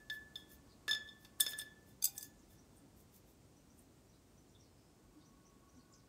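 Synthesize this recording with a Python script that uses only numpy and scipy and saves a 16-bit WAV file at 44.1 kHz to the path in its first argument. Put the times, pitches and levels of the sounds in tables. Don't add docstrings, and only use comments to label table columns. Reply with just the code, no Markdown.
import sys
import numpy as np
from scipy import signal
from scipy.fft import rfft, irfft
from scipy.io import wavfile

SR = 44100
rng = np.random.default_rng(int(sys.argv[2]) if len(sys.argv) > 2 else 0)


def put_to_file(sound):
    columns = np.atleast_2d(sound).T
    safe = np.clip(columns, -1, 1)
    whole_steps = np.round(safe * 32767)
    wavfile.write(sys.argv[1], SR, whole_steps.astype(np.int16))


N = 268128
TIME = np.arange(N) / SR
RING_TIME = TIME[:int(.8 * SR)]

# start_s, ring_db, favoured_pitch_hz, hard_edge_db, thud_db
TUBE_CONTACTS = [(0.001, -65, 1580, -82, -82), (0.0989, -35, 2380, -66, -46.5),
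                 (0.3562, -42, 3500, -67, -54), (0.503, -63.5, 2100, -83, -92),
                 (0.8795, -36, 1920, -52.5, -36.5), (0.891, -35, 5000, -57, -51),
                 (0.9105, -27.5, 4000, -57, -39.5), (0.931, -33, 3620, -66, -45),
                 (0.9469, -40.5, 4740, -58, -44.5), (1.0755, -56, 3200, -78, -80.5),
                 (1.088, -51.5, 3400, -75, -77.5), (1.248, -59.5, 3420, -64, -52),
                 (1.3995, -42, 1900, -60.5, -41), (1.403, -42, 4000, -37.5, -52),
                 (1.4062, -27, 3750, -23.5, -52), (1.417, -34, 6500, -41, -57),
                 (1.4640, -32.5, 4400, -50, -39), (1.479, -41, 4000, -56, -67),
                 (1.519, -56, 4500, -68, -48.5), (1.5333, -41.5, 2620, -60, -50),
                 (1.589, -68, 3050, -44, -47), (1.5948, -39, 2500, -68, -69), (1.607, -65, 3000, -72, -68),
                 (1.615, -46.5, 3900, -69, -50)]
TUBE_HZ = [1640, 1733, 1753, 3020, 3379, 3481, 3564, 3582, 3666, 4409, 5131, 5204, 6375, 6777, 6905, 7545,
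           9057, 9319, 9942, 10255, 11050, 11156, 11990, 12708, 13633, 14160, 14357, 15127]
# level_db, decay_s
TUBE_RING = [(-13.5, .1), (5, 0.37), (-9.5, 0.95), (-18, 0.16), (-3.5, 0.35), (-7, 0.29), (7.5, 0.17),
             (-10, 0.065), (-10.5, 0.12), (-13.5, 0.28), (-3, 0.13), (3, 0.17), (-8.5, 0.35), (-1, 0.35),
             (-10.5, 0.2), (-30, 0.065), (-15, .12), (0, 0.21), (-6.5, 0.028), (-14, 0.083), (-7.5, 0.2),
             (-0.5, 0.28), (-16.5, .17), (-8.5, .16), (-9.5, 0.072), (-7.5, .09), (-5.5, .16), (-11.5, .08)]
# pitch_hz, level_db
THUD_COLOUR = [(200, -15.5), (420, -5), (650, -3.5), (850, -16.5), (1300, -1.5), (2000, -3.5), (2400, -7),
               (3000, -3.5), (5000, -3.5), (8000, -15), (15000, -25)]
# pitch_hz, level_db
EDGE_COLOUR = [(1000, -51), (4000, -14), (7000, -4), (9500, 3), (12000, 1.5), (14000, 0), (15500, -22)]

# start_s, ring_db, crack_db, brightness_db_per_octave
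BOUNCES = [(2.019, -55, -68, -5.5), (2.0237, -36, -39.5, -3.5), (2.0421, -28.5, -23.5, 5.5),
           (2.0534, -32, -25, 0.5), (2.072, -47, -60, -9), (2.1788, -42.5, -35, 4),
           (2.209, -48.5, -66, -1.5), (2.2271, -44.5, -45, 2), (2.243, -54, -59, 3)]
STICK_HZ = [800, 1460, 2444, 3408, 3596, 4616, 4936, 6072, 6251, 6364, 7593, 7797, 8384, 9060, 9541, 9864,
            11180, 12193, 12470, 13652, 13925, 15040]
# level_db, decay_s
STICK_RING = [(-49, 0.46), (-38.5, 0.13), (-23.5, 0.27), (-18.5, 0.24), (-10.5, 0.1), (-4.5, 0.1),
              (0.5, 0.11), (-5.5, 0.14), (-3, 0.15), (-4, 0.15), (1, 0.1), (-27.5, 0.06), (-9, 0.054),
              (-10, 0.043), (-18.5, 0.083), (1.5, 0.048), (-4, .12), (-2, 0.083), (-11, 0.072), (6, 0.04),
              (-28, 0.083), (-6, .06)]
# pitch_hz, level_db
GROUND_COLOUR = [(200, -38), (1500, -22), (3000, -13), (5000, -3), (8000, 10.5), (10000, -5), (11200, -4),
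                 (13500, -14), (15500, -62)]

# peak_s, level_db
SCUFFS = [(0.137, -61), (0.378, -69.5), (0.525, -64), (0.923, -60), (1.236, -71), (1.422, -48.5),
          (1.501, -48.5), (1.598, -53.5), (1.894, -72.5), (2.15, -64), (2.19, -65.5), (2.24, -57.5),
          (2.524, -70), (2.773, -78), (2.997, -69), (3.157, -64), (3.3, -72.5), (3.798, -72.5)]
# pitch_hz, level_db
SCUFF_COLOUR = [(500, -6), (2000, -10.5), (4000, -4.5), (6500, -0.5), (8700, -0.5), (11000, 1.5),
                (14000, 7), (15500, 1.5)]
# peak_s, level_db
HISSES_AND_TICKS = [(1.404, -27.5), (1.494, -50), (1.59, -42), (2.042, -34), (2.171, -55), (2.221, -54),
                    (2.779, -70.5), (3.791, -67)]

# start_s, start_pitch_hz, level_db
RISING_CALLS = [(2.415, 5300, -74), (2.57, 5300, -66), (3.555, 5300, -73.5), (3.687, 5300, -67),
                (4.08, 5350, -69), (4.365, 5320, -70), (4.534, 3100, -69.5), (4.59, 5340, -68),
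                (5.245, 5330, -66.5), (5.446, 5370, -67), (5.68, 5400, -70.5)]
# start_s, start_pitch_hz, level_db
FALLING_WHISTLES = [(0.675, 5200, -67.5), (2.359, 7600, -68.5), (4.109, 4700, -74.5), (4.47, 6900, -73),
                    (4.611, 5300, -71.5), (5.18, 4900, -71.5), (5.73, 6900, -72), (5.77, 5100, -71.5),
                    (5.91, 7100, -62), (5.949, 5800, -70.5)]
# start_s, pitch_hz, level_db
TRILL = (4.58, 5200, -79.5)
# pitch_hz, level_db
WHINE_TONES = [(1108, 5.5), (1475, -3)]
# start_s, end_s, level_db
WHINE_SPELLS = [(-0.2, 1.95, -85.5), (4.8, 7, -80.5)]
# pitch_hz, level_db
AIR_COLOUR = [(22, -29), (33, -21), (45, 1), (125, -0.5), (165, -2), (290, -2), (470, -10.5), (760, -14.5),
              (1750, -24), (3500, -26.5), (6000, -25), (8700, -25), (10000, -32), (15500, -32.5)]
# peak_s, pitch_hz, level_db
LOW_SWELLS = [(2.265, 282, -60), (2.844, 277, -58.5), (5.181, 301.6, -56), (5.782, 252, -56.5)]
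# pitch_hz, decay_s
YARD_DECAY = [(300, 0.78), (2000, 0.34), (6000, 0.12), (15000, 0.15)]


def stick_on_tube(edge_hz=13000):
    out, hz = np.zeros(N), np.array(TUBE_HZ)
    edge_share = from_db(18.5 * np.minimum(np.log2(hz / edge_hz), 0))
    for start_s, ring_db, favoured_hz, edge_db, thud_db in TUBE_CONTACTS:
        modes = ringing(TUBE_HZ, TUBE_RING, rise_s=0.00064, damp_s=0.031, db_per_octave=-9, detune=0.0035)
        octaves = np.log2(hz / favoured_hz)
        weakening_db = np.maximum(-22.5 * octaves, 12.5 * octaves)
        push = from_db(ring_db - weakening_db)
        add(out, start_s, np.hypot(push, from_db(edge_db) * edge_share) @ modes)
        thud = crack(THUD_COLOUR, decay_s=0.038, snap_db=-2, snap_s=0.0038, rise_s=0.0008)
        add(out, start_s, from_db(thud_db) * thud)
        edge_crack = crack(EDGE_COLOUR, decay_s=0.022, snap_db=8, snap_s=0.0027, rise_s=0.0002)
        add(out, start_s, from_db(edge_db + 2) * edge_crack)
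    return out


def dropped_stick(scatter_db=2):
    out, octaves = np.zeros(N), np.log2(np.array(STICK_HZ) / 8000)
    for start_s, ring_db, crack_db, brightness in BOUNCES:
        modes = ringing(STICK_HZ, STICK_RING, rise_s=0.0016, damp_s=0.04,
                        db_per_octave=-21.5, detune=0.0071)
        mode_db = ring_db + brightness * octaves + scatter_db * rng.standard_normal(len(STICK_HZ))
        add(out, start_s, from_db(mode_db) @ modes)
        rise_s = 0.00088 * from_db(ring_db - crack_db)
        hit = crack(GROUND_COLOUR, decay_s=0.02, snap_db=10, snap_s=0.0007, rise_s=rise_s)
        add(out, start_s, from_db(crack_db) * hit)
    return out


def ringing(mode_hz, rings, rise_s, damp_s, db_per_octave, detune):
    hz = np.array(mode_hz)[:, None]
    db, decay_s = np.transpose(rings)[:, :, None]
    lasting = np.minimum(from_db(db_per_octave * np.log2(hz / TUBE_HZ[0])), 1)
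    hz = hz * (1 + detune * (1 - lasting) * rng.standard_normal(hz.shape))
    damping = lasting + (1 - lasting) * fade(damp_s)
    loudness = (1 - np.exp(-RING_TIME / rise_s)) * damping * fade(decay_s)
    sign = (-1) ** np.arange(len(hz))[:, None]
    return sign * from_db(db) * loudness * np.sin(np.float32(2 * np.pi * hz * RING_TIME))


def crack(colour, decay_s, snap_db, snap_s, rise_s):
    loudness = (1 - np.exp(-RING_TIME / rise_s)) * (fade(decay_s) + from_db(snap_db) * fade(snap_s))
    return noise(colour, size=len(RING_TIME)) * loudness


def scuffs(grain_db=2):
    grainy = noise(SCUFF_COLOUR, size=N) * from_db(grain_db * drift(360))
    return bursts(SCUFFS, half_s=0.025, usual_db=-57, halving_db=30.5) * rms_one(grainy)


def rubbed_tube(rubbing, until_s=2.9, level_db=2):
    modes = ringing(TUBE_HZ, TUBE_RING, rise_s=0.00062, damp_s=0.084, db_per_octave=-4, detune=0)
    ring = modes.sum(axis=0)
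    rub = rubbing * (TIME < until_s)
    return from_db(level_db) * signal.fftconvolve(rub, ring / np.linalg.norm(ring))[:N]


def hisses_and_ticks(pitch_hz=8700, width_hz=1350, grain_db=-2.5):
    radius = np.exp(-np.pi * width_hz / SR)
    feedback = [1, -2 * radius * np.cos(2 * np.pi * pitch_hz / SR), radius * radius]
    hiss = rng.standard_normal(N)
    for _ in range(2):
        hiss = signal.lfilter([1, 0, -1], feedback, hiss)
    grainy = hiss * from_db(grain_db * drift(600))
    return bursts(HISSES_AND_TICKS, half_s=0.0045, usual_db=-46, halving_db=16) * rms_one(grainy)


def bursts(events, half_s, usual_db, halving_db):
    return sum(from_db(db) * swell(peak_s, half_s * 2 ** ((usual_db - db) / halving_db))
               for peak_s, db in events)


def far_birds(rasp=0.78):
    out = np.zeros(N)
    for start_s, hz, db in RISING_CALLS:
        add(out, start_s, from_db(db) * bird_note(hz, length_s=0.035, octaves_per_s=8.3, warble=0.026))
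    for start_s, hz, db in FALLING_WHISTLES:
        add(out, start_s, from_db(db) * bird_note(hz, length_s=0.067, octaves_per_s=-5, warble=0.099))
    start_s, hz, db = TRILL
    add(out, start_s, from_db(db) * bird_note(hz, length_s=0.45, octaves_per_s=0, warble=0.025))
    return out * rms_one(1 + rasp * drift(600))


def bird_note(start_hz, length_s, octaves_per_s, warble):
    size = int(length_s * SR)
    end_hz = start_hz * 2 ** (octaves_per_s * length_s)
    hz = np.geomspace(start_hz, end_hz, size) * (1 + warble * drift(350.7)[:size])
    return np.hanning(size) * np.sin(2 * np.pi * np.cumsum(hz) / SR)


def ground_echo(sound, delay_s=0.00112, level_db=-14):
    return from_db(level_db) * np.interp(TIME - delay_s, TIME, sound)


def yard_echoes(sound, delay_s=0.004):
    echoes, edges_hz = 0, np.geomspace(150, 18000, 9)
    for low, high in zip(edges_hz, edges_hz[1:]):
        band_filter = signal.butter(2, [low, high], "band", fs=SR, output="sos")
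        band = signal.sosfilt(band_filter, rng.standard_normal(len(RING_TIME)))
        echoes = echoes + band * fade(at_hz(YARD_DECAY, np.sqrt(low * high)))
    echoes = echoes * (RING_TIME > delay_s)
    return signal.fftconvolve(sound, echoes / np.linalg.norm(echoes))[:N]


def far_whine(blur_per_s=50, fade_s=0.39):
    tones = 0
    for hz, db in WHINE_TONES:
        phase = 2 * np.pi * hz * TIME
        tones += from_db(db) * (drift(blur_per_s) * np.sin(phase) + drift(blur_per_s) * np.cos(phase))
    loudness = sum(from_db(db) * lasts(start_s, end_s, fade_s) for start_s, end_s, db in WHINE_SPELLS)
    return loudness * tones / np.sqrt(2)


def outdoor_air(start_db=-63.5, db_per_s=-0.3922):
    swells = sum(from_db(db) * swell(peak_s, half_s=0.021) * np.sin(2 * np.pi * hz * TIME)
                 for peak_s, hz, db in LOW_SWELLS)
    return from_db(start_db + db_per_s * TIME) * noise(AIR_COLOUR, size=N) + swells


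def from_db(db):
    return 10 ** (np.asarray(db) / 20)


def rms_one(x):
    return x / np.sqrt(np.mean(x ** 2) + 1e-20)


def at_hz(points, hz):
    known_hz, values = np.transpose(points)
    return np.interp(np.log(np.maximum(hz, 1)), np.log(known_hz), values)


def noise(colour, size):
    hz = np.arange(size // 2 + 1) * SR / size
    spectrum = rfft(rng.standard_normal(size)) * from_db(at_hz(colour, hz))
    return rms_one(irfft(spectrum, size))


def drift(per_s):
    return rms_one(np.interp(TIME * per_s, np.arange(4096), rng.standard_normal(4096)))


def add(track, start_s, sound):
    start = max(round(start_s * SR), 0)
    track[start:start + len(sound)] += sound[:N - start]


def fade(decay_s):
    return np.exp(-np.log(1000) * RING_TIME / decay_s)


def swell(peak_s, half_s):
    return np.exp(-((TIME - peak_s) / half_s) ** 2)


def lasts(start_s, end_s, fade_s):
    return np.clip(np.minimum(TIME - start_s, end_s - TIME) / fade_s, 0, 1)


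def scene():
    rubbing = scuffs()
    near = stick_on_tube() + rubbed_tube(rubbing) + dropped_stick() + rubbing + hisses_and_ticks()
    near = near + ground_echo(near)
    birds = from_db(-2) * far_birds()
    echoes = yard_echoes(from_db(-10) * near + birds)
    return (near + birds + echoes + far_whine() + outdoor_air())[None]


def record(dry, cutoff_hz=15650):
    return signal.sosfilt(signal.ellip(10, .2, 70, cutoff_hz, fs=SR, output="sos"), dry)


dry = scene()
out = record(dry)
put_to_file(out)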